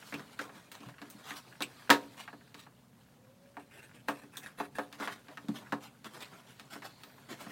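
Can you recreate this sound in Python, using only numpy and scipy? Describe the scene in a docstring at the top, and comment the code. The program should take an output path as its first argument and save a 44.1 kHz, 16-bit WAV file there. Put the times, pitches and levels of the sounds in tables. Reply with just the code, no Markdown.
"""A small, quiet room, where someone turns a thin cardboard box on a table and cuts it with scissors.
Impacts excite the modes of the panels and of the hollow body, so the box clacks and thuds. Stick-slip
friction makes the card scrape and creak and the blades rasp; snapping shut, they jolt the box and ring.
Sleeves rustle, and a thin squeak falls near the end. Behind it lie a low hum and, briefly, a faint tone."""
import sys
import numpy as np
from scipy import signal
from scipy.io import wavfile
from scipy.ndimage import uniform_filter1d

SR = 44100
rng = np.random.default_rng(int(sys.argv[2]) if len(sys.argv) > 2 else 0)


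def waveform_to_disk(signal):
    """Save audio, clipped to [-1, 1], as 16-bit WAV at the path in sys.argv[1]."""
    frames = np.transpose(np.atleast_2d(signal))
    scaled = np.clip(frames, -1, 1) * 32767
    samples = np.round(scaled).astype(np.int16)
    wavfile.write(sys.argv[1], SR, samples)


N = 331191
TIME = np.arange(N) / SR

# Spectrum of struck card. Each row: frequency in Hz, relative level in dB.
CARD_SPECTRUM = [(330, -29), (520, -6.5), (720, -10.5), (850, 0), (1100, -7.5), (1260, -6.5), (1420, -3.5),
                 (1700, 0.5), (2100, -7.5), (2800, -7), (3400, -19.5), (5000, -38)]
# Scissor cuts. Each row: closing time in seconds, clack level in dB, crack level in dB,
# lead of the bite before closing in seconds, relative bite level in dB.
CUTS = [(3.569, -45, -71, 0.0033, -64.5), (4.085, -32, -47.5, 0.013, -50.5),
        (4.601, -35, -57.5, 0.03, -49.5), (4.785, -34.5, -55, 0.037, -49.5)]


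def box_impacts():
    """Impact excitation: firm knocks wake the whole box, dull thuds mostly its low modes."""
    # Each row: start in seconds, panel, body and crack levels in dB, body centre in Hz.
    knocks = [(.124, -48, -46, -62, 310), (0.141, -48.5, -48, -52.5, 280), (.195, -52, -55.5, -62, 218),
              (.391, -48, -47.5, -51, 384), (.494, -53, -60, -76, 390), (.887, -53.5, -56.5, -65, 150),
              (0.983, -56.5, -73, -73, 170), (1.017, -50, -49, -58.5, 350), (1.308, -49, -52.5, -54.5, 330),
              (1.606, -41, -42.5, -49.5, 384), (1.622, -56, -46, -40.5, 303), (1.895, -29.5, -31, -48, 357),
              (1.903, -17.5, -25, -26, 430), (2.278, -46.5, -68.5, -70, 400), (2.33, -52, -53, -71.5, 350),
              (2.411, -63.5, -77, -81, 219), (2.544, -54, -57.5, -58, 327), (2.666, -57, -66, -80, 250),
              (4.236, -62, -56, -70.5, 310), (5.0, -45.5, -44, -58, 363), (5.075, -37.5, -51, -55, 395),
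              (5.284, -54.5, -57.5, -65, 330), (5.373, -46, -58, -60.5, 387),
              (5.723, -33.5, -38, -51.5, 340), (6.045, -55.5, -59, -56, 300),
              (6.756, -50.5, -50.5, -70, 330), (6.821, -54, -58, -65, 350), (7.464, -51.5, -48.5, -68, 210)]
    # Each row: start in seconds, body level in dB, body centre in Hz.
    thuds = [(.804, -53.5, 300), (.862, -48.5, 140), (1.144, -53, 203), (1.905, -41, 150),
             (5.44, -53.5, 270), (5.485, -32, 214), (5.723, -47, 150)]
    out = np.zeros(N)
    for s, panel_db, body_db, crack_db, centre_hz in knocks:
        add(out, s, hit(panel_db, body_db, crack_db, centre_hz))
    for s, db, centre_hz in thuds:
        add(out, s, hit(panel_db=db - 17, body_db=db, crack_db=db - 23.5, centre_hz=centre_hz))
    return out


def hit(panel_db, body_db, crack_db, centre_hz):
    """Superposition: one blow sounds the stiff panels, the hollow body and a crack at the contact."""
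    # Each row: frequency in Hz, relative level in dB.
    crack_spectrum = [(2200, -34), (3200, -1), (3800, 3), (5000, -4), (7500, -9.5), (10500, -14.5),
                      (14000, -15.5), (16500, -17.5)]
    t = np.arange(SR // 4) / SR
    strength_db, hardness_db = panel_db + 39.5, crack_db - body_db
    t60 = 0.12 * 2 ** (strength_db / 66.5)
    # A hard contact is brighter; a strong blow presses longer and loses treble.
    tilt_db = 0.97 + 0.4644 * hardness_db - 0.06 * strength_db
    snap = blow(t, t60, direct=.5, echo=.3, echo_s=0.0048, bloom_db=0)
    panels = struck(panel_clack(t, t60, tilt_db), panel_db)
    body = struck(hollow_body(t, centre_hz), body_db)
    return panels + body + struck(colour(snap, crack_spectrum), crack_db)


def panel_clack(t, t60, tilt_db):
    """Plate vibration: the strongest modes stand out of a dense burst; a gripping hand damps both."""
    # Each row: frequency in Hz, relative level in dB, free 60 dB decay time in seconds.
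    panel_modes = [(684, -7, .2), (725, -3, .21), (936, -5, .19), (1056, -1, .14), (1110, 1, .14),
                   (1165, 0, .12), (1270, 2, .14), (1625, -6, .15), (1725, -7, .14), (1833, -5, .13),
                   (2233, -11, .12)]
    modes = ringing(t, panel_modes, lambda hz: tilt_db * np.log2(hz / 1400), scatter_db=2.5)
    damping = amp(-60 * t * max(0, 1 / t60 - 1 / .14))
    modes *= (1 - np.exp(-t / .0006)) * damping
    burst = blow(t, t60, direct=.5, echo=.3, bloom_db=2.5)
    return struck(colour(burst, CARD_SPECTRUM, tilt_db), 0) + struck(modes, -3.5)


def hollow_body(t, centre_hz, focus_db=13, build_s=0.01):
    """Resonance: the box's low modes build up after a blow, favouring those near centre_hz."""
    # Each row: frequency in Hz, relative level in dB, 60 dB decay time in seconds.
    box_modes = [(130, -3.5, 0.28), (175, -4, .15), (217.5, 1, 0.16), (287.5, 3, 0.18), (370, -17, 0.18),
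                 (415, -6.5, 0.18), (518, -6.5, 0.13)]
    modes = ringing(t, box_modes, lambda hz: -focus_db * np.log2(hz / centre_hz) ** 2, scatter_db=1.5)
    push_spectrum = [(50, -34), (centre_hz / 2, -11), (centre_hz, 0), (1.48 * centre_hz, -2), (900, -30)]
    push = colour(blow(t, 0.26), push_spectrum)
    return (struck(modes, 0) + 0.33 * struck(push, 0)) * (1 - np.exp(-t / build_s))


def ringing(t, modes, weight_db, scatter_db):
    """Free vibration: damped modes start from rest; the place of the blow varies their strength."""
    hz, db, t60 = np.transpose(modes)[:, :, None]
    size = amp(db + weight_db(hz) + scatter_db * rng.standard_normal(hz.shape))
    size[::2] *= -1  # neighbours start in opposite directions
    return (size * np.exp(-np.log(1000) * t / t60) * np.sin(2 * np.pi * hz * t)).sum(0)


def blow(t, t60, direct=0.34, echo=0.18, echo_s=.009, bloom_db=3):
    """Impulse response of a contact: a sharp front, dense decaying flutter and one reflection."""
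    swell_db = bloom_db * np.exp(-((t - echo_s) / .005) ** 2) + 5 * np.exp(-t / .002)
    flutter = rng.choice([-1, 1], len(t)) * amp(swell_db - 60 * t / max(t60, .02))
    flutter /= np.linalg.norm(flutter)
    flutter[0] += direct
    flutter[round(echo_s * rng.uniform(.9, 1.1) * SR)] += echo
    return flutter


def scissor_impacts(steel_t60=0.16):
    """Mechanical coupling: closing or loosely clicking blades jolt the box and ring their own steel."""
    # Each row: start in seconds, click level in dB, steel ring level in dB.
    clicks = [(.717, -56.5, -55.5), (0.805, -65, -79), (1.101, -65.5, -53.5), (4.37, -54, -47),
              (4.927, -56, -76), (6.206, -59, -73), (6.597, -56, -79), (7.035, -56.5, -71)]
    # Each row: frequency in Hz, relative level in dB.
    steel_spectrum = [(3000, -19), (4500, -17.5), (6500, 1.5), (7300, -6), (8300, 3.5), (11000, -10.5),
                      (14000, 0), (16000, -1)]
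    out, t = np.zeros(N), np.arange(SR // 4) / SR
    for s, db, crack_db, _, _ in CUTS:
        add(out, s, hit(panel_db=db, body_db=db - 6, crack_db=crack_db, centre_hz=400))
        add(out, s, struck(colour(blow(t, steel_t60), steel_spectrum), crack_db - 5))
    for s, db, steel_db in clicks:
        add(out, s, hit(panel_db=db + 1.6, body_db=db - 6, crack_db=db, centre_hz=346))
        add(out, s, struck(colour(blow(t, steel_t60), steel_spectrum), steel_db))
    return out


def blade_friction(bite_rise_s=0.0074, bite_fade_s=0.08):
    """Friction excites resonance: the blades rasp as they slide and bite, and sing where they cross."""
    # Each row: start in seconds, length in seconds, relative level in dB.
    slides = [(3.706, 0.13, -54.5), (3.818, 0.045, -56), (3.931, 0.076, -58.5), (4.163, 0.083, -58.5),
              (4.317, 0.12, -56.5), (4.421, 0.05, -50.5), (4.454, 0.053, -50)]
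    # Each row of both spectra: frequency in Hz, relative level in dB.
    scrape_spectrum = [(150, 9.5), (500, 8.5), (1150, 2), (1700, 3.5), (2100, -4.5), (2650, -4),
                       (3100, -23), (4500, -21.5)]
    hiss_spectrum = [(2200, -21), (3500, 9), (5000, 1), (7400, -3), (8500, -0.5), (10000, -4), (11400, -4),
                     (13000, -7), (16000, -13)]
    # Each row: time in seconds, resonant frequency in Hz.
    blade_pitch = [(3.85, 8260), (4.3, 8300), (4.42, 10700), (4.8, 11000)]
    moves = [(stroke_timing(s, length), db) for s, length, db in slides]
    moves += [((s - lead, bite_rise_s, bite_fade_s), db) for s, _, _, lead, db in CUTS]
    strokes = [(timing, db + 1.5, db - 6, 7) for timing, db in moves[:len(slides)]]
    strokes += [(timing, db + 1.5, db - 4.5, 7) for timing, db in moves[len(slides):]]  # bites hiss more
    rasp = stick_slip(strokes, scrape_spectrum, hiss_spectrum,
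                      per_s=1800, spread_db=4.5, fade_db=7.5, jerk_db=5, t60=0.12)
    singing = resonate(rasp, np.interp(TIME, *np.transpose(blade_pitch)), width_hz=600)
    return rasp + amp(-0.5) * singing


def card_friction():
    """Sliding friction of hands and table on card: the more a rub hisses, the brighter it scrapes."""
    # Each row: start in seconds, length in seconds, relative scrape and hiss levels in dB.
    rubs = [(0, 0.22, -69, -56), (0.133, 0.11, -43, -59), (0.391, 0.059, -40.5, -49.5),
            (0.427, 0.069, -47, -63), (0.508, 0.13, -53, -61.5), (0.711, 0.082, -51.5, -57),
            (0.801, 0.095, -51.5, -61.5), (1.235, 0.13, -42.5, -48.5), (1.344, 0.062, -45, -48),
            (1.612, 0.023, -37, -39.5), (2.165, 0.092, -44, -50.5), (2.56, 0.091, -53.5, -55.5),
            (4.93, 0.041, -53, -58), (4.983, .125, -39, -49), (5.089, 0.077, -45, -51),
            (5.29, 0.059, -50.5, -66.5), (5.535, .07, -44.5, -52), (5.589, 0.095, -52.5, -66.5),
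            (5.8, 0.092, -48, -54.5), (6.04, .045, -40.5, -51), (6.095, .14, -49, -56.5),
            (6.19, 0.082, -45, -50), (6.289, .13, -51.5, -63), (6.46, 0.094, -56.5, -60),
            (6.7, 0.084, -44, -49.5), (6.822, 0.078, -42.5, -51.5), (7.285, 0.07, -40.5, -49.5),
            (7.384, 0.066, -44.5, -51.5), (7.473, 0.073, -48, -57)]
    # Each row of both spectra: frequency in Hz, relative level in dB.
    scrape_spectrum = [(70, -34), (130, -1), (280, 0), (450, -3.5), (1000, 3.5), (1700, 2.5), (2800, -2),
                       (3500, -11.5), (5000, -36)]
    hiss_spectrum = [(2000, -19), (3400, -1), (4500, -3.5), (6000, -6.5), (8200, -8), (10500, -12.5),
                     (14500, -13.5), (16500, -16.5)]
    strokes = []
    for s, length, scrape_db, hiss_db in rubs:
        tilt_db = 3.5 + 0.72 * (hiss_db - scrape_db)
        strokes.append((stroke_timing(s, length), scrape_db - 2, hiss_db - 0.5, tilt_db))
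    return stick_slip(strokes, scrape_spectrum, hiss_spectrum,
                      per_s=2600, spread_db=4, fade_db=13, jerk_db=1.5, t60=0.087)


def stroke_timing(s, length, swell_share=0.43):
    """Force envelope of a stroke: its start, rise time and fall time in seconds."""
    return s, swell_share * length, (1 - swell_share) * length


def stick_slip(strokes, scrape_spectrum, hiss_spectrum, per_s, spread_db, fade_db, jerk_db, t60):
    """Stick-slip friction: a hail of tiny slips follows each stroke's force and sets the card fluttering."""
    out, ring_t = np.zeros(N), np.arange(SR // 12) / SR
    for (s, swell, fade), scrape_db, hiss_db, tilt_db in strokes:
        t = np.arange(-swell, fade + 0.07, 1 / SR)  # zero at peak force
        force_db = np.interp(t, [-swell, 0, fade, fade + 0.062], [-fade_db, 0, -fade_db, -40])
        force = amp(force_db) * np.minimum(1, (t + swell) / 0.0046)
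        slips = grains(len(t), per_s, spread_db) * amp(jerk_db * drift(len(t), 123.7))
        flutter = signal.fftconvolve(slips, blow(ring_t, t60, direct=0.78))[:len(t)]
        scrape = amp(scrape_db) * unit_rms(colour(flutter, scrape_spectrum, tilt_db))
        hiss = amp(hiss_db) * unit_rms(colour(flutter, hiss_spectrum))
        add(out, s, force * (scrape + hiss))
    return out


def moving_contact(x, depth_db, size=512):
    """Position-dependent excitation: as the contact moves over the card, resonances come and go."""
    spectra = signal.stft(x, nperseg=size, noverlap=size * 3 // 4)[2]
    patches = uniform_filter1d(rng.standard_normal(spectra.shape), size=4, axis=0)
    patches = uniform_filter1d(patches, size=9, axis=1)
    gain = unit_rms(amp(depth_db * unit_rms(patches)))
    return signal.istft(spectra * gain, nperseg=size, noverlap=size * 3 // 4)[1][:N]


def creaks(width_hz=660, rise_s=0.0014, t60=0.089):
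    """Forced resonance: a quick run of slips pumps one resonance of the card, which dies away."""
    # Each row: start in seconds, frequency in Hz, level in dB.
    slip_runs = [(0.124, 1870, -47.5), (0.138, 2540, -45), (0.391, 1550, -38.5), (1.305, 1810, -45),
                 (1.621, 2570, -39.5), (1.624, 8040, -49), (4.369, 3500, -48.5), (5.022, 1120, -42),
                 (5.556, 3360, -53), (6.821, 1760, -52)]
    out, t = np.zeros(N), np.arange(SR // 5) / SR
    envelope = amp(-60 * t / t60) * (1 - np.exp(-t / rise_s))
    for s, hz, db in slip_runs:
        pitch = np.full(len(t), hz)
        ring = resonate(rng.standard_normal(len(t)), pitch, width_hz)
        ring = resonate(ring, pitch, width_hz)  # a second pass narrows the peak
        add(out, s, struck(ring * envelope, db))
    return out


def sleeve_rustle():
    """Shot noise: cloth fibres rustle as the arms move, and card ticks as it flexes under the fingers."""
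    # Each row: time in seconds, relative rustle level in dB.
    arm_motion = [(0.0, -56.5), (0.38, -62), (1.11, -63.5), (1.36, -61.5), (2.17, -61.5), (2.34, -67),
                  (2.9, -72.5), (3.59, -71), (3.89, -66.5), (4.8, -69), (4.95, -62), (5.24, -64.5),
                  (5.7, -60.5), (5.87, -68.5), (6.1, -67.5), (6.2, -62.5), (7.29, -64), (7.5, -54.5)]
    # Each row: frequency in Hz, relative level in dB.
    cloth_spectrum = [(120, -7), (300, 0), (1000, 0), (1800, -3), (2800, -6), (4200, -7), (5500, -12),
                      (8500, -13), (15000, -19.5)]
    level_db = np.interp(TIME, *np.transpose(arm_motion)) + 0.23 + 2 * drift(N, 30)
    flexes = grains(N, per_s=55, spread_db=5)
    ticks = signal.fftconvolve(flexes, blow(np.arange(SR // 10) / SR, 0.064, direct=0.65))[:N]
    ticks = unit_rms(colour(ticks, CARD_SPECTRUM, tilt_db=1.5))
    cloth = unit_rms(colour(grains(N, per_s=5000, spread_db=0.9), cloth_spectrum))
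    return amp(level_db) * (cloth + amp(-8) * ticks)


def sleeve_swishes(hz=4220, fade_db=6.5):
    """Friction noise: a sleeve brushes the card with a narrow hiss that peaks in mid-sweep."""
    # Each row: start in seconds, length in seconds, peak level in dB.
    sweeps = [(1.097, 1.4, -69.5), (6.7, 0.44, -66.5)]
    out = np.zeros(N)
    for s, length, db in sweeps:
        path = [(s, hz, db - fade_db), (s + length / 2, hz, db), (s + length, hz, db - fade_db)]
        out += narrow_noise(path, width_hz=1300)
    return out


def squeak():
    """Narrow-band noise gliding down through the top of the treble is heard as a thin squeak."""
    # Each row: time in seconds, pitch in Hz, level in dB.
    glide = [(6.98, 16300, -80), (7.04, 15000, -69), (7.11, 14250, -74), (7.19, 13200, -72),
             (7.205, 11900, -70)]
    return narrow_noise(glide, width_hz=700)


def room(x, wet_db):
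    """Reverberation: a weak diffuse tail follows the direct sound, and its bass lasts longest."""
    # Each row: frequency in Hz, 60 dB decay time in seconds.
    decay_times = [(150, 0.77), (700, 0.43), (2000, 0.17), (5000, 0.16), (14000, 0.27)]
    hz, t, spectra = signal.stft(rng.standard_normal(SR * 2 // 3), SR, nperseg=256)
    swell = np.minimum(1, t / 0.0028)
    decay = amp(-60 * t / curve_at(decay_times, hz)[:, None])
    tail = signal.istft(spectra * swell * decay, SR, nperseg=256)[1]
    return x + amp(wet_db) * signal.fftconvolve(x, tail / np.linalg.norm(tail))[:N]


def far_tone():
    """A very narrow noise band has a pitch: a faint far tone rises a little and fades."""
    # Each row: time in seconds, pitch in Hz, level in dB.
    glide = [(3.18, 500, -75), (3.26, 518, -66.5), (3.37, 545, -63), (3.48, 560, -68), (3.8, 565, -74),
             (4.2, 565, -82)]
    return narrow_noise(glide, width_hz=50)


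def room_hum(floor_db=-63.04):
    """Phase and amplitude modulation make a low hum waver over dull room noise."""
    # Each row: frequency in Hz, level in dB.
    partials = [(128, -72), (178, -75.5), (242, -74.5)]
    # Each row: frequency in Hz, relative level in dB.
    floor_spectrum = [(25, -33.5), (40, -23), (62, -9.5), (95, -10.5), (122, 4.5), (160, -2), (250, -1),
                      (320, -13), (500, -11), (1000, -19.5), (2000, -30), (4000, -30), (16000, -32.5)]
    hum = np.zeros(N)
    for hz, db in partials:
        tone = np.sin(2 * np.pi * hz * TIME + 1.96 * drift(N, 28))
        hum += amp(db) * unit_rms(tone * (1 + 0.21 * drift(N, 4.9)))
    return hum + amp(floor_db) * unit_rms(colour(rng.standard_normal(N), floor_spectrum))


def narrow_noise(path, width_hz):
    """Random modulation spreads a tone into a band that follows a path of time, pitch and level."""
    s, hz, db = np.transpose(path)
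    turns = np.cumsum(np.interp(TIME, s, hz)) / SR
    waver = drift(N, width_hz) + 1j * drift(N, width_hz)
    level = amp(np.interp(TIME, s, db, left=-140, right=-140))
    return level * unit_rms((waver * np.exp(2j * np.pi * turns)).real)


def grains(count, per_s, spread_db):
    """A Poisson process of fibres catching and letting go: many small clicks, a few large."""
    size = amp(spread_db * np.minimum(rng.exponential(1, count), 4))
    return unit_rms(size * rng.choice([-1, 1], count) * (rng.random(count) < per_s / SR))


def drift(count, per_s):
    """Slow random variation of about unit size, interpolated between per_s values a second."""
    knots = rng.standard_normal(2048)
    return np.interp(np.arange(count) * per_s / SR, np.arange(2048), knots, period=2048)


def resonate(x, hz, width_hz):
    """A damped resonator of unit gain follows a pitch curve."""
    turn = np.exp(2j * np.pi * np.cumsum(hz) / SR)
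    pole = np.exp(-np.pi * width_hz / SR)
    return 2 * (turn * signal.lfilter([1 - pole], [1, -pole], x / turn)).real


def colour(x, points, tilt_db=0, size=2048):
    """Minimum-phase filtering to a spectrum, tilted by tilt_db per octave over the panels' range."""
    hz = abs(np.fft.fftfreq(size, 1 / SR))
    octaves = np.log2(np.clip(hz, 600, 3300) / 1400)
    skirts = np.minimum(1, (hz + 1) / points[0][0]) * np.minimum(1, points[-1][0] / (hz + 1)) ** 2
    log_gain = np.log(amp(curve_at(points, hz) + tilt_db * octaves) * skirts)
    taps = np.fft.ifft(np.exp(np.conj(signal.hilbert(log_gain)))).real
    return signal.fftconvolve(x, taps[:size // 2])[:len(x)]


def curve_at(points, hz):
    """Linear interpolation over log frequency."""
    knots_hz, values = np.transpose(points)
    return np.interp(np.log(hz + 1), np.log(knots_hz + 1), values)


def struck(x, db):
    """Sets the RMS level of the first 25 ms of a hit."""
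    return amp(db) * x / np.sqrt(np.mean(x[:SR // 40] ** 2) + 1e-20)


def amp(db):
    return 10 ** (np.asarray(db) / 20)


def unit_rms(x):
    return x / np.sqrt(np.mean(x ** 2) + 1e-20)


def add(mix, s, sound):
    part = mix[max(0, round(s * SR)):][:len(sound)]
    part += sound[:len(part)]


def scene():
    """Superposition: near impacts and friction reverberate over the quiet background."""
    friction = card_friction() + blade_friction() + sleeve_swishes() + sleeve_rustle()
    friction = moving_contact(friction, depth_db=2.6)
    near = box_impacts() + scissor_impacts() + creaks() + friction + squeak()
    far = far_tone() + room_hum()
    return (room(near, wet_db=-20) + far)[None]


def record(dry):
    """Band limiting: a low-pass filter removes the treble above 16.1 kHz."""
    taps = signal.firwin(511, 16100, window=("kaiser", 8), fs=SR)
    return signal.oaconvolve(dry, taps[None], "same")


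dry = scene()
out = record(dry)
waveform_to_disk(out)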